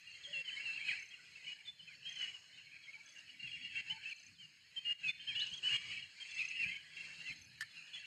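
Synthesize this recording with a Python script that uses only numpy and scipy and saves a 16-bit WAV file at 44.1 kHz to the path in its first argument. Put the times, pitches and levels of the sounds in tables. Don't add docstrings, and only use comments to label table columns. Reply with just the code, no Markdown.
import sys
import numpy as np
from scipy import signal
from scipy.fft import rfft, irfft, next_fast_len
from scipy.io import wavfile
from scipy.ndimage import uniform_filter1d

SR = 44100
rng = np.random.default_rng(int(sys.argv[2]) if len(sys.argv) > 2 else 0)


def master(y):
    cut = np.clip(np.atleast_2d(y).T, -1, 1)
    pcm = np.round(cut * 32767)
    wavfile.write(sys.argv[1], SR, pcm.astype(np.int16))


def invert_db(level):
    return 10 ** (np.asarray(level, dtype=float) / 20)


N = 355434
TIME = np.arange(N) / SR
SIZE = next_fast_len(N)
FREQ = np.arange(1, SIZE // 2 + 2) * SR / SIZE

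# start in seconds, length in seconds, middle pitch in Hz,
# middle level in dB.
RISING_FADING = [
    (.286, .12, 3340, -53.5),
    (.598, .049, 2730, -48),
    (.728, 0.046, 2750, -45.5),
    (1.481, .049, 2510, -50.5),
    (2.246, .061, 2900, -46.5),
    (3.867, .038, 2690, -45.5),
    (5.2, .06, 3150, -52),
    (6.643, .064, 2590, -42.5),
    (7.0, .025, 2730, -45.5),
]
RISING_SWELLING = [
    (.565, 0.049, 2218, -44.5),
    (1.82, 0.022, 3080, -53.5),
    (3.647, 0.012, 2865, -48.5),
    (4.047, .054, 2640, -44),
    (5.08, 0.031, 3517, -38),
    (6.687, 0.06, 2106, -43.5),
]
HELD_FADING = [(.06, .13, 2767, -55.5), (.505, 0.082, 3070, -46.5), (.14, .06, 2140, -60),
               (.93, .02, 1660, -49.5), (2.832, 0.018, 3300, -58.5), (1.108, 0.026, 3240, -54.5),
               (1.358, .03, 2660, -55), (3.397, 0.017, 2800, -46), (3.427, 0.025, 2790, -43),
               (3.47, .035, 3280, -52), (3.54, .16, 3300, -58), (6.593, 0.049, 2720, -36.5),
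               (6.76, 0.019, 2233, -41.5), (7.043, 0.22, 2700, -53.5)]
HELD_SWELLING = [(4.383, 0.027, 3100, -57), (.775, 0.062, 3200, -51), (.846, 0.081, 2540, -39.5),
                 (.875, .04, 3200, -49), (3.693, 0.11, 2660, -50.5), (4.764, 0.028, 3134, -37.5),
                 (4.852, .075, 2842, -35), (5.909, 0.049, 2600, -49), (6.206, 0.025, 3190, -42.5),
                 (6.555, .03, 2800, -44), (6.68, .052, 3120, -48.5), (7.936, 0.025, 3384, -44)]
FALLING_SWELLING = [
    (.632, 0.04, 2785, -49.5),
    (.759, 0.026, 2650, -45),
    (2.19, .06, 2960, -39),
    (3.742, 0.067, 3180, -51),
    (5.036, .06, 2555, -34.5),
    (6.335, 0.13, 2625, -45),
    (6.477, 0.045, 2660, -44),
    (7.26, .03, 2720, -43),
]
FALLING_FADING = [
    (.967, 0.073, 2264, -50.5),
    (2.34, .035, 2870, -52),
    (3.455, .03, 2680, -48.5),
    (3.515, 0.067, 2760, -46.5),
    (5.47, 0.029, 2920, -56),
    (6.025, 0.036, 2790, -50.5),
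    (5.97, .035, 2250, -48),
]
# start in seconds, length in seconds, middle pitch in Hz,
# middle level in dB.
PEEPS = [(.14, 0.11, 3190, -63.5), (1.6, .025, 2830, -60.5), (2.53, 0.063, 3650, -70),
         (3.07, 0.047, 3360, -61.5), (4.79, 0.081, 2550, -58), (6.25, 0.048, 2710, -53.5),
         (6.29, 0.037, 3430, -53.5), (6.3, 0.038, 2680, -52), (7.19, .035, 2770, -48.5),
         (7.71, .015, 3440, -60), (7.745, .015, 3300, -57), (7.875, .012, 3420, -58),
         (7.275, .012, 3420, -54), (7.32, .015, 3120, -50), (7.9, 0.0099, 3150, -61),
         (5.56, .03, 3250, -49), (6.5, .07, 2600, -47.5), (5.47, 0.033, 2930, -48.5)]
# start in seconds, length in seconds, settled pitch in Hz,
# middle level in dB, swing in Hz (+ from above, - from below).
HOOKED_FADING = [(.238, .045, 3200, -47, 330), (.33, .093, 2714, -39.5, 351), (.655, .084, 2675, -39, 199),
                 (1.445, .02, 2810, -52, 300), (1.79, 0.027, 2940, -51.5, 330),
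                 (2.578, 0.043, 2740, -54, 249), (2.93, 0.04, 2260, -48.5, 501),
                 (2.996, .025, 2220, -52, 450), (5.272, 0.071, 3207, -38.5, -200),
                 (5.352, .05, 2938, -36.5, -300), (6.965, .025, 2680, -46.5, 153),
                 (2.873, 0.046, 2193, -49.5, -150), (5.396, 0.052, 2927, -37.5, 201),
                 (3.757, .055, 2750, -37.5, -200), (3.897, .033, 3080, -36, -350),
                 (2.157, .03, 3030, -45, 250), (7.765, .035, 2680, -52, 300)]
HOOKED_SWELLING = [
    (.445, .045, 3050, -46, 260),
    (1.468, 0.066, 2900, -44, 180),
    (1.657, .045, 3497, -43, 149),
    (4.43, .03, 2830, -52, 120),
    (5.63, 0.054, 2985, -33, -350),
    (5.685, .082, 2850, -33, -650),
    (5.744, 0.037, 3220, -39.5, -200),
    (3.15, .06, 2780, -50.5, 121),
    (2.05, .05, 3220, -42, -300),
    (3.607, .075, 2830, -46.5, -600),
]
# start in seconds,
# length in seconds, start pitch in Hz, end pitch in Hz, middle level in dB.
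SLURS = [(1.136, .016, 2940, 2680, -47.5), (.92, .05, 2450, 2715, -44.5), (1.875, .07, 2610, 2000, -55),
         (2.85, .022, 3300, 3050, -57.5), (2.742, .01, 2300, 2720, -56), (4.025, .025, 3200, 2680, -51),
         (4.41, .025, 3130, 2800, -52.5), (5.45, .035, 2900, 2650, -47), (5.585, .012, 3290, 2800, -46.5),
         (5.685, .015, 3006, 2800, -39.5), (.886, 0.033, 2600, 1784, -36.5), (3.298, .014, 3000, 2800, -53),
         (3.472, .03, 2640, 2230, -48), (3.505, .022, 3300, 2820, -50), (3.81, .015, 2760, 2600, -46),
         (2.105, .045, 3220, 3100, -51), (5.35, .03, 3420, 3200, -46), (4.095, 0.0093, 2790, 3100, -45.5),
         (5.091, .021, 2390, 2100, -40), (5.285, .045, 2720, 2204, -44.5), (5.4, 0.028, 3390, 4450, -40),
         (6.375, .05, 3300, 4190, -52), (.488, 0.016, 3050, 2380, -41.5), (6.385, 0.045, 2750, 2350, -38),
         (7.288, .035, 2700, 2250, -43), (7.955, 0.039, 2800, 3360, -48.5)]
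PUSHES = [
    (.793, .028, 1850, 2420, -44),
    (5.515, .038, 2950, 3380, -41),
    (3.28, .02, 2400, 2950, -56),
    (1.94, 0.021, 4150, 4600, -57.5),
    (2.753, .018, 2720, 2210, -54),
    (4.107, 0.024, 2900, 2307, -41.5),
    (4.35, 0.025, 3620, 3250, -64.5),
    (6.616, .031, 2670, 2350, -35.5),
    (7.21, .12, 1900, 2170, -51.5),
    (7.975, .03, 4000, 4600, -58),
]
HOOTS = [
    (.272, 0.053, 568, 588, -64.5),
    (.345, 0.073, 600, 505, -66),
    (2.952, 0.052, 840, 910, -76),
    (3.9, 0.082, 868, 895, -60.5),
]


def song():
    kinds = [  # notes, glide in Hz, swell in dB from start to end
        (RISING_FADING, 120, -6.5), (RISING_SWELLING, 113, 1.6),
        (HELD_FADING, 0, -5.5), (HELD_SWELLING, 0, 4.8),
        (FALLING_SWELLING, -130, 8), (FALLING_FADING, -200, -7), (PEEPS, -15, -1.9)]
    notes = []
    for rows, glide, swell in kinds:
        for s, length, hz, db in rows:
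            notes.append((s, length, hz - glide / 2, hz + glide / 2, db - swell / 2, db + swell / 2, 0))
    for rows, swell in ((HOOKED_FADING, -4), (HOOKED_SWELLING, 3)):
        for s, length, hz, db, swing in rows:
            notes.append((s, length, hz, hz, db - swell / 2, db + swell / 2, swing))
    for rows, swell in ((SLURS, -6), (PUSHES, 9), (HOOTS, 4)):
        for s, length, hz0, hz1, db in rows:
            notes.append((s, length, hz0, hz1, db - swell / 2, db + swell / 2, 0))
    return notes


def leaf_scatter(notes, rest_db):
    s, length, hz0, hz1, db0, db1, swing = np.transpose(notes)
    depth_db = np.interp(s, TIME, rest_db) + 39 - (db0 + db1) / 2
    rough = np.clip(depth_db / 29, .06, .42)
    rough = rough * np.where(hz0 > 1200, 1, .3)
    rough = rough / (1 + abs(hz1 - hz0) / length / 30000)
    return rough * np.where(swing, .8, 1)


def whistles(rows, edge_s, rough):
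    out, envelope = np.zeros(N + SR), np.zeros(N + SR)
    scatter = np.pad(walk(70) + 1j * walk(82), (0, SR), "reflect") / np.sqrt(2)
    waver = .025 * scatter.imag[::-1]
    swing_s, swing_db_per_khz = .007, -11
    for n, (s, length, hz0, hz1, db0, db1, *swing) in enumerate(rows):
        t = np.arange(int((length + edge_s) * SR)) / SR
        u = np.clip((t - edge_s / 2) / length, 0, 1)
        here = slice(n * 3001 % N, n * 3001 % N + len(t))
        bend = sum(swing) * np.exp(-u * length / swing_s)
        level_db = db0 + (db1 - db0) * u + swing_db_per_khz * abs(bend) / 1000
        edges = np.clip(np.minimum(t, t[-1] - t) / edge_s, 0, 1)
        shape = invert_db(level_db) * np.sin(np.pi / 2 * edges) ** 2
        pitch = (hz0 + (hz1 - hz0) * u + bend) * (1 + rough[n] * waver[here])
        tone = np.exp(2j * np.pi * np.cumsum(pitch) / SR)
        path = np.sqrt(1 - rough[n]) + np.sqrt(rough[n]) * scatter[here]
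        k = max(int((s - edge_s / 2) * SR), 0)
        out[k:k + len(t)] += shape * (tone * path).imag
        envelope[k:k + len(t)] += shape
    return out[:N], envelope[:N]


def wood(x, t60):
    t = np.arange(SR // 2) / SR
    echo = rng.standard_normal(len(t)) * np.exp(-np.log(1000) * t / t60)
    earlier = np.append(x[-len(t):], x)
    return signal.fftconvolve(earlier, echo / np.sqrt(np.sum(echo ** 2)))[len(t):][:N]


def song_echoes(near):
    treble = np.gradient(near) * SR / (2 * np.pi * 2800)
    return invert_db(-14) * wood(treble, 0.53)


# start in seconds, spacing of strokes in seconds, level in dB.
CHIRPS = [
    (0.011, .034, -72),
    (.995, 0.031, -62.5),
    (2.094, 0.031, -60),
    (3.06, 0.031, -63),
    (4.095, 0.034, -63),
    (5.396, .0352, -58.5),
    (6.311, 0.035, -59.5),
    (7.36, 0.028, -58),
]
STROKES = [4, 4, 6, 5, 6, 6, 6, 4]


def cricket():
    strokes = []
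    for (s, step, db), count in zip(CHIRPS, STROKES):
        for k in range(count):
            strokes.append((s + k * step, .009, 6330, 6140, db + 0.2 * k + 7.5, db + 0.39 * k + 4.0))
    tones = whistles(strokes, 0.0073, np.full(len(strokes), .3))[0]
    return tones + invert_db(-10.5) * wood(tones, 0.073)


# start in seconds, level in dB.
TAPS = [
    (7.608, -32),
    (7.620, -36),
]
# frequency in Hz, decay by 60 dB in seconds, level in dB.
TAP_MODES = [(1370, 0.061, -21), (1778, 0.053, -1.5), (3100, 0.0099, -8), (4980, 0.0032, -7.5),
             (7100, .007, -17.5), (8450, 0.0071, -19), (11040, 0.0074, -22), (14000, .004, -60)]


def taps():
    t, out = np.arange(SR // 20) / SR, np.zeros(N)
    contact = np.minimum(t / 0.0012, 1) * np.exp(-t / 0.0087) * (t < .011)
    for s, db in TAPS:
        for hz, t60, mode_db in TAP_MODES:
            ring = np.sin(2 * np.pi * hz * t) * np.exp(-np.log(1000) * t / t60)
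            knock = signal.fftconvolve(ring, rng.standard_normal(len(t)) * contact)
            knock = knock / abs(knock).max()
            out[int((s - .001) * SR):][:len(knock)] += invert_db(db + mode_db) * knock
    return signal.sosfilt(signal.butter(8, [1180, 14500], "band", fs=SR, output="sos"), out)


# start in seconds, level in dB.
THUDS = [
    (0.73, -73),
    (2.25, -75),
    (3.56, -66.5),
    (3.91, -62.5),
    (4.76, -69),
    (5.51, -57.5),
    (5.71, -59.5),
    (6.36, -74),
    (6.648, -54.5),
    (7.29, -59),
]


def thuds():
    t, out = np.arange(SR // 8) / SR, np.zeros(N)
    for s, db in THUDS:
        out[int(s * SR):][:len(t)] += invert_db(db) * 2.4 * t / 0.02 * np.exp(-t / 0.011)
    return out * (0.33 * band(62, 15) + 0.69 * band(84, 30) + 1.36 * band(150, 25))


def swarm(kinds, scatter_db, wet_db):
    out, count = 0, 1700
    for hz, spread, rate, length, glide, db in kinds:
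        when, long = rng.random((2, count))
        pitch, bend, size = np.clip(rng.standard_normal((3, count)), -1.7, 1.7)
        when = when * count / rate
        pitch = hz + spread * pitch
        size = scatter_db * size
        long = length * (0.366 + 1.244 * long)
        rows = np.transpose([when, long, pitch - glide * bend, pitch + glide * bend, size, size])
        calls = whistles(rows[when < N / SR], .011, np.full(count, .45))[0]
        out = out + invert_db(db) * unit(calls)
    return out + invert_db(wet_db) * wood(out, 0.98)


# pitch in Hz, spread in Hz, calls per second, call length in seconds, glide in Hz, level in dB.
FAR_BIRDS = [(1782, 129, 90, 0.0301, 100, -8), (2350, 220, 130, 0.03155, 156.8, 1),
             (2800, 170, 110, 0.0367, 100.3, -0.5), (3250, 80, 50, 0.045, 83, -7)]


def far_birds(lift_db):
    return invert_db(12 + 0.45 * lift_db) * swarm(FAR_BIRDS, 3.5, 1.3)


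# pitch in Hz, spread in Hz, calls per second, call length in seconds, glide in Hz, level in dB.
FAR_INSECTS = [(4217, 188.4, 200, .015, 100, -2), (5065, 130, 150, 0.018, 92, -9.5)]


def far_insects():
    return invert_db(7.5) * swarm(FAR_INSECTS, 1.8, 0.99)


# pitch in Hz, spread in Hz, calls per second, call length in seconds, glide in Hz, level in dB.
KATYDIDS = [(11140, 170, 180, 0.02, 70, -0.5), (10400, 280, 30, 0.014, 230, -7)]
# middle in seconds, width in seconds, level change in dB.
KATYDID_BOUTS = [(0, 0.21, -9), (.7, 0.3, 3.5), (2.2, .15, 5), (3.2, .2, 4), (3.8, .15, 6), (4.2, .2, 4),
                 (4.75, .12, 4), (5.75, .2, 4), (6.25, 0.17, -4.5), (6.67, 0.065, 8), (7.36, 0.069, 6.5),
                 (7.4, .55, 7)]


def katydids(lift_db):
    level_db = -95.5 + 0.43 * lift_db + bumps(KATYDID_BOUTS) + 1.3 * walk(6.6)
    return invert_db(level_db) * swarm(KATYDIDS, 5.5, -5)


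# frequency in Hz, spectral density in dB per Hz.
AIR = [(60, -26), (300, -2.5), (800, -5.5), (1250, -3.5), (1700, 7.5), (3300, -4.5), (3650, 0), (4300, 8),
       (5400, 1.5), (5850, -5.5), (6500, 6), (7350, 0.5), (8700, -6), (9150, -16), (9330, -27)]


def air():
    hz, db = np.transpose(AIR)
    gain = invert_db(np.interp(np.log(FREQ), np.log(hz), db, left=-60, right=-60))
    return invert_db(13.5) * coloured(gain) * invert_db(1.21 * walk(2))


# frequency in Hz, width in Hz, level in dB.
DRONE_BANDS = [(118, 30.6, -5.5), (160, 33, -4), (95, 29, -10.5), (253.5, 53, -10)]
# time in seconds, pitch in Hz, level over the treble in dB.
HUM = [(0, 160, -9), (4.6, 168, -17), (4.8, 168, 1.5), (6, 158, -17), (6.7, 163, -1), (7.2, 165, 1.5),
       (7.6, 152, 0.5), (8.06, 150, -3)]
# time in seconds, pitch in Hz, level over the treble in dB.
GROWL = [(0, 125.7, -40.5), (5.1, 122.3, -36), (5.25, 126, 2), (6.05, 134.1, -4.5), (6.2, 132, -33),
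         (8.06, 130, -43)]
# middle in seconds, width in seconds, level change in dB.
SURGES = [
    (3.04, 0.25, -2.5),
    (3.45, 0.026, 8.5),
    (3.8, 0.27, 4),
    (4.31, 0.027, 11.5),
    (6.0, 0.086, 2),
    (6.63, 0.11, 3),
    (7.42, .1, 3.5),
    (6.3, .12, -5),
    (.6, .25, -4),
    (7.9, .1, -3),
]


def drone(lift_db):
    hum = 0
    for table, octave_db in ((HUM, -25), (GROWL, -9)):
        hum_hz, hum_db = curve(table)
        phase = 2 * np.pi * np.cumsum(hum_hz + 2.0 * walk(3.1)) / SR
        waves = np.sin(phase) + invert_db(octave_db) * np.sin(2 * phase)
        hum = hum + invert_db(hum_db + 1.4 * walk(10.0) + 1.0) * waves
    db = -0.5 - 0.32 * lift_db + bumps(SURGES)
    noise = sum(invert_db(db + part_db + 4.26 * walk(3.2)) * band(hz, width) for hz, width, part_db in DRONE_BANDS)
    return hum + noise


def hiss(gate_db):
    return invert_db(-88 + 0.11 * (gate_db + 77.5)) * band(6400, 9000)


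# middle in seconds, width in seconds, pitch
# in Hz, width in octaves, level change in dB.
LULLS = [(5.45, .13, 2200, .12, -6), (6.42, .1, 1650, .15, -6), (5.9, .15, 1600, .15, -5),
         (7.4, .1, 2150, .15, -3), (6.27, .17, 600, .8, -5), (4.25, .2, 3300, .08, -6),
         (1.35, .2, 3200, .08, -5), (2.55, .25, 1650, .1, 5), (.6, .3, 4250, .06, 3),
         (3.4, .12, 1550, .15, -5), (2.76, .05, 2740, .05, -8), (5.74, .05, 2050, .08, -6),
         (5.4, .06, 1750, .1, 5), (2.0, .15, 2200, .15, -4), (7.1, .1, 2900, .15, -3),
         (.3, .4, 5500, .1, -3)]


def suppress(x, power, patchy_db):
    f, t, z = signal.stft(x, SR, nperseg=512, noverlap=384)
    lull_db = 0
    for s, width, hz, octaves, db in LULLS:
        off_pitch = np.log2((f[:, None] + 1) / hz) / octaves
        lull_db = lull_db + db * np.exp(-.5 * off_pitch ** 2 - .5 * ((t - s) / width) ** 2)
    usual = np.mean(abs(z) ** 2, axis=1, keepdims=True) + 1e-20
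    now = uniform_filter1d(abs(z) ** 2 / usual, size=12, axis=1)
    now = uniform_filter1d(now, size=2, axis=0)
    drift = uniform_filter1d(rng.standard_normal(z.shape), size=110, axis=1)
    gain = now ** power * invert_db(patchy_db * unit(drift) + lull_db)
    return signal.istft(z * gain, nperseg=512, noverlap=384)[1][:N]


# time in seconds, level in dB.
REST = [(0, -78), (.6, -76.5), (.95, -72.5), (1.12, -76), (2.0, -77.5), (2.26, -72.5), (2.4, -78.5),
        (3.36, -77.5), (3.6, -77), (4.2, -75.5), (4.45, -79.5), (5.0, -77.5), (5.3, -75), (5.9, -73.5),
        (6.12, -76), (6.5, -74.5), (7.13, -75), (8.06, -76)]


def resting_gain():
    return curve(REST)[0]


# middle in seconds, width in seconds, level change in dB.
MISJUDGEMENTS = [
    (1.75, 0.071, -3),
    (4.37, 0.017, -4.5),
    (4.97, 0.012, -5),
    (5.6, 0.045, -3),
    (5.86, 0.08, 4.5),
    (7.05, 0.017, 1.5),
]


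def misjudged():
    return bumps(MISJUDGEMENTS)


def linger(envelope):
    width = int(0.073 * SR)
    slow = uniform_filter1d(uniform_filter1d(envelope, width), width)
    return 0.2 * 20 * np.log10(1 + slow / invert_db(-50.5))


def opening(envelope):
    return 0.31 * 20 * np.log10(1 + uniform_filter1d(envelope, size=400) / invert_db(-53.5))


# time in seconds, level change in dB.
SHUTS = [
    (.418, -4),
    (2.25, -3),
    (3.812, -6),
    (4.133, -6),
    (4.795, -5),
    (4.932, -8),
    (5.115, -6),
    (5.771, -8),
    (6.772, -4),
]


def slams():
    return invert_db(sum(db * np.exp(-abs(TIME - s) / .03) * (TIME > s) for s, db in SHUTS))


def curve(table):
    s, *columns = np.transpose(table)
    return [np.interp(TIME, s, c) for c in columns]


def bumps(rows):
    return sum(db * np.exp(-.5 * ((TIME - s) / width) ** 2) for s, width, db in rows)


def unit(x):
    return x / np.sqrt(np.mean(x ** 2))


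def coloured(gain):
    return irfft(rfft(rng.standard_normal(SIZE)) * gain, SIZE)[:N]


def band(hz, width_hz):
    return unit(coloured(np.exp(-.5 * ((FREQ - hz) / width_hz) ** 2)))


def walk(rate):
    return band(0, rate)


def scene():
    rest_db = resting_gain()
    notes = song()
    near, envelope = whistles(notes, 0.016, leaf_scatter(notes, rest_db))
    knocks = taps()
    opening_db = opening(envelope + abs(knocks))
    gate_db = rest_db + misjudged() + linger(envelope)
    lift_db = gate_db + 74
    echoes = invert_db(opening_db + misjudged()) * song_echoes(near)
    chorus = suppress(air() + far_birds(lift_db) + far_insects(), power=.25, patchy_db=3.0)
    behind = invert_db(gate_db + opening_db - 4.0) * (chorus + drone(lift_db))
    gated = near + echoes + cricket() + knocks + thuds() + behind + katydids(lift_db)
    return (slams() * gated + hiss(gate_db))[None]


def band_limit(x):
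    return signal.sosfilt(signal.butter(12, 15400, fs=SR, output="sos"), x)


# frequency in Hz, width in Hz, level change in dB.
PORT_DIPS = [(3470, 266, -2.5), (5370, 38, 2.5), (6210, 54, -5), (5690, 78, -0.5), (5600, 57, -7.5),
             (7330, 130, -7), (6040, 70, -4), (4780, 81, -2.5)]


def record(dry):
    dips_db = sum(db * np.exp(-.5 * ((FREQ - hz) / width) ** 2) for hz, width, db in PORT_DIPS)
    mix = irfft(rfft(dry, SIZE) * invert_db(dips_db), SIZE)[:, :N]
    return band_limit(mix)


dry = scene()
out = record(dry)
master(out)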